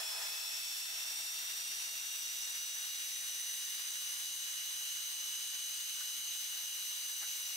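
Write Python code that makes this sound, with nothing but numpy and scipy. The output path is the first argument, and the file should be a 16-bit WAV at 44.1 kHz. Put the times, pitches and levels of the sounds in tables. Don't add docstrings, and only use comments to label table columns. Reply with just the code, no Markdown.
import sys
import numpy as np
from scipy import signal
from scipy.fft import rfft, irfft, next_fast_len
from scipy.io import wavfile
from scipy.ndimage import uniform_filter1d, map_coordinates

SR = 44100
rng = np.random.default_rng(int(sys.argv[2]) if len(sys.argv) > 2 else 0)


def unload_wav(signal):
    wavfile.write(
        sys.argv[1],
        SR,
        np.round(np.clip(np.atleast_2d(signal).T, -1, 1) * 32767).astype(np.int16),
    )


N = 333396
TOP_WHINE_HZ, TOP_SHAFT_HZ = 3072.6, 60.05


def amp(db):
    return 10 ** (np.asarray(db) / 20)


def unit(x):
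    return x / np.sqrt(np.mean(x ** 2) + 1e-20)


def clock():
    return np.arange(N) / SR


def angle(hz):
    return 2 * np.pi * np.cumsum(hz) / SR


def sides(value):
    return np.array([[.5], [-.5]]) * value


def bell(value, centre, width):
    return np.exp(-((value - centre) / width) ** 2 / 2)


def along(points, hz):
    point_hz, values = np.transpose(points)
    return np.interp(np.log(hz + 1), np.log(point_hz + 1), values)


def humps(bands, hz):
    return np.sqrt(sum(amp(db) ** 2 / (1 + 2 * ((hz - centre) / width) ** 2) ** 2
                       for centre, width, db in bands))


def wobble(rate):
    position = np.arange(N) * rate / SR
    coarse = position[::16]
    knots = rng.standard_normal(int(position[-1]) + 4)
    return np.interp(position, coarse, map_coordinates(knots, [coarse]))


def slowness(speed):
    return (speed.max() - speed) / np.ptp(speed)


def noise(gain, likeness):
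    # frequency in Hz, left over right in dB.
    balance = [(300, 0), (900, -1), (3500, -0.9), (5300, .4), (7000, -1.5), (8000, 2.5), (15000, 1)]
    size = next_fast_len(N, True)
    hz = np.fft.rfftfreq(size, 1 / SR)
    spread = np.arccos(np.clip(likeness(hz), -1, 1)) / 2
    mid, side = rfft(rng.standard_normal((2, size))) * gain(hz) * np.sqrt(SR / 2)
    stereo = mid * np.cos(spread) + sides(1.69) * side * np.sin(spread)
    return irfft(stereo * amp(sides(along(balance, hz))), size)[:, :N]


def swells(rows, likeness):
    out = np.zeros((2, N))
    for peak_s, db, width_s, pitch_hz, width_hz in rows:
        band = unit(noise(lambda hz: bell(hz, pitch_hz, width_hz), lambda hz: likeness))
        out += amp(db) * bell(clock(), peak_s, width_s) * band
    return out


def patchy(x, depth_db):
    spectra = signal.stft(x, nperseg=512)[2]
    patches = uniform_filter1d(rng.standard_normal(spectra.shape[1:]), size=5, axis=0)
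    patches = uniform_filter1d(patches, size=12, axis=1)
    return signal.istft(spectra * amp(depth_db * unit(patches)), nperseg=512)[1][:, :N]


def tape_hiss(speed, gain_db=0.13, slow_db=1.5, flutter_db=0.68, scrape_db=0.52, reel_hz=35.2):
    # frequency in Hz, noise density in dB.
    colour = [(25, -104), (150, -103.7), (350, -103), (520, -101), (750, -96), (1000, -91.5), (1500, -84.5),
              (2300, -84), (3200, -82.5), (4400, -82.5), (5400, -84.5), (7000, -85), (10000, -89.5),
              (15500, -89.5)]
    # frequency in Hz, left-right likeness from -1 to 1.
    image = [(50, 0.12), (300, -0.0032), (700, -0.38), (1300, -0.79), (2200, -0.51), (2800, -0.24),
             (4000, -0.055), (8000, -0.043), (12000, 0.59)]
    hiss = noise(lambda hz: amp(along(colour, hz)), lambda hz: along(image, hz))
    flow_db = gain_db + slow_db * slowness(speed)
    throb_db = 0.2 * np.sin(angle(reel_hz * speed) + wobble(4.2))
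    return hiss * amp(flow_db + throb_db + flutter_db * wobble(40) + scrape_db * wobble(300))


def rustle(steady_db=-20.5, fall_per_rise=3.4, uneven_db=2.0, likeness=0.13, low_cut_hz=400):
    # centre in Hz, width in Hz, noise density in dB.
    rustle_bands = [(467, 83, -89.5), (667, 88, -83.5), (852, 146, -83), (1024, 50, -82.5),
                    (1295, 140, -84), (1780, 500, -85.5)]
    # peak time in seconds, gain in dB, rise in seconds.
    surges = [(.02, 2, 0.028), (.22, 3.5, 0.071), (1.08, -5.5, 0.18), (1.95, -11, .18)]
    t = clock()
    power = amp(steady_db) ** 2
    for peak_s, db, rise_s in surges:
        attack = bell(np.minimum(t, peak_s), peak_s, rise_s)
        decay = np.exp(-np.maximum(t - peak_s, 0) / (fall_per_rise * rise_s))
        power = power + (amp(db) * attack * decay) ** 2
    colour = lambda hz: humps(rustle_bands, hz) * (1 - 1 / (1 + (hz / low_cut_hz) ** 10))
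    return noise(colour, lambda hz: likeness) * np.sqrt(power) * amp(uneven_db * wobble(45))


def bumps():
    # peak time in seconds, level in dB, width in seconds, pitch in Hz, width in Hz.
    puffs = [(6.015, -56, 0.0089, 1450, 220), (7.23, -61, .011, 855, 200), (7.238, -53.5, 0.017, 1730, 400)]
    return swells(puffs, likeness=.3)


def high_chirps(width_s=.0045, waver_hz=70):
    # peak time in seconds, level in dB, pitch in Hz.
    chirps = [(1.393, -49, 14300), (1.452, -52, 15250), (1.461, -55, 14400), (6.574, -53, 15020)]
    out = np.zeros(N)
    for peak_s, db, hz in chirps:
        tone = unit(np.sin(angle(hz + waver_hz * wobble(250))))
        out += amp(db) * bell(clock(), peak_s, width_s) * tone
    return out


def rubs(scratch_db=2):
    # peak time in seconds, level in dB, width in seconds, pitch in Hz, width in Hz.
    scrapes = [(1.8, -57, 0.11, 10600, 450), (3.45, -53.5, 0.47, 9500, 700), (3.55, -62.5, 0.52, 1950, 180),
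               (4.15, -52.5, 0.13, 9800, 650), (7.3, -55, 0.93, 13000, 2000)]
    return swells(scrapes, likeness=0.55) * amp(scratch_db * wobble(70))


def whirr(speed, gain_db=-0.12, likeness=0.61, throb_db=.4, turn_db=1):
    # centre in Hz, width in Hz, noise density in dB.
    contact_bands = [(2914, 83, -78.5), (3537, 27, -78), (3810, 210, -88), (4460, 400, -91.5),
                     (5860, 25, -74), (6036, 220, -78.5), (6287, 186, -75), (6240, 13, -73),
                     (6790, 250, -83.5), (7540, 130, -84.5), (7900, 90, -88.5), (8220, 120, -81.5),
                     (8950, 440, -82.5), (10040, 210, -86.5), (11520, 900, -87.5), (12600, 200, -83.5),
                     (12940, 240, -83.5), (13480, 190, -91), (14520, 130, -94), (15300, 380, -99)]
    rough = noise(lambda hz: humps(contact_bands, hz), lambda hz: likeness)
    travel = np.cumsum(speed)
    varispeed = np.array([map_coordinates(side, [travel], order=5, mode="mirror") for side in rough])
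    once_a_turn = np.cos(angle(speed * TOP_SHAFT_HZ))
    pressure = unit(amp(turn_db * once_a_turn + throb_db * wobble(80)))
    return amp(gain_db) * varispeed * pressure


def wheel(speed, ratio=1.2810, creep_per_s=.00122, level_db=-52.5, octave_db=-19, waver_db=1.0):
    hz = speed * TOP_WHINE_HZ * (ratio + creep_per_s * clock())
    phase = angle(hz + 1.2 * wobble(20)) + sides(0.86)
    tone = np.sin(phase) + amp(octave_db) * np.sin(2 * phase)
    return np.sqrt(2) * amp(level_db + waver_db * wobble(25)) * tone


def drive_whine(speed, gain_db=-0.17, waver_db=1.2, scatter_rad=0.061):
    # harmonic, offset in multiples of the shaft rate, level in dB,
    # extra dB at the slowest speed, left over right in dB, left lead in radians.
    lines = [ (1, -3, -55.5, -10, -1, .87), (1, -2, -52.7, -1, -.5, .41), (1, 0, -58, 2.5, 0, 1),
             (2, -21, -65.5, 5, 5, .18), (2, -14, -69.5, 5, 1, .54), (2, -7, -68, -1, 1, -.7),
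             (2, -1, -64, 5, 1, .2), (2, 0, -50, -2, -.5, .03), (2, 1, -53, -4.5, 2, .19),
             (2, 7, -62.5, 1, 4, .4), (2, 13, -68, -2, 5, .2), (2, 21, -63.5, -1, -8, .84),
             (3, -16, -62, 1, 0, .2), (3, -15, -64.5, -4, -1, .3), (3, -7, -62, 10, 6, 1.3),
             (3, -6, -60.5, 1, 4, 1), (3, -4, -71, 10, 1, .4), (3, -2, -68, -1, -1, .6),
             (3, 0, -56.5, -5, 6, 2.14), (3, 1, -68, -5, 5, .4), (3, 11, -72, -1, 4, .2),
             (3, 12, -71.5, 3, 4, .3), (3, 14, -71.5, 0, 4, .3), (4, 0, -71, -2, -1, 0)]
    resonance_db = [6.5, -0.9, 3.5]
    whine, shaft = angle(speed * TOP_WHINE_HZ), angle(speed * TOP_SHAFT_HZ)
    slow = slowness(speed)
    off_resonance = 1 - np.exp((speed - 1) / 0.024)
    out = np.zeros((2, N))
    for harmonic, offset, db, slow_db, pan_db, lead in lines:
        start = rng.uniform(0, 2 * np.pi) * (abs(offset) > 1) + np.pi * (offset == -1)
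        phase = harmonic * whine + offset * shaft + start + scatter_rad * wobble(45)
        lift_db = resonance_db[min(harmonic, len(resonance_db)) - 1]
        level_db = gain_db + db + slow_db * slow - off_resonance * lift_db + waver_db * wobble(30)
        out += np.sqrt(2) * amp(level_db + sides(pan_db)) * np.sin(phase + sides(lead))
    return out


def scene(fastest_s=5.5, sag_per_s2=.004484, flutter_hz=.4):
    arch = 1 - sag_per_s2 * (clock() - fastest_s) ** 2
    speed = arch + flutter_hz * wobble(16) / TOP_WHINE_HZ
    running = patchy(whirr(speed) + tape_hiss(speed), depth_db=1.15)
    return drive_whine(speed) + wheel(speed) + running + rubs() + high_chirps() + rustle() + bumps()


def record(dry, top_hz=15730):
    size = next_fast_len(N + SR // 2, True)
    passband = np.fft.rfftfreq(size, 1 / SR) < top_hz
    return irfft(rfft(dry, size) * passband, size)[:, :N]


dry = scene()
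out = record(dry)
unload_wav(out)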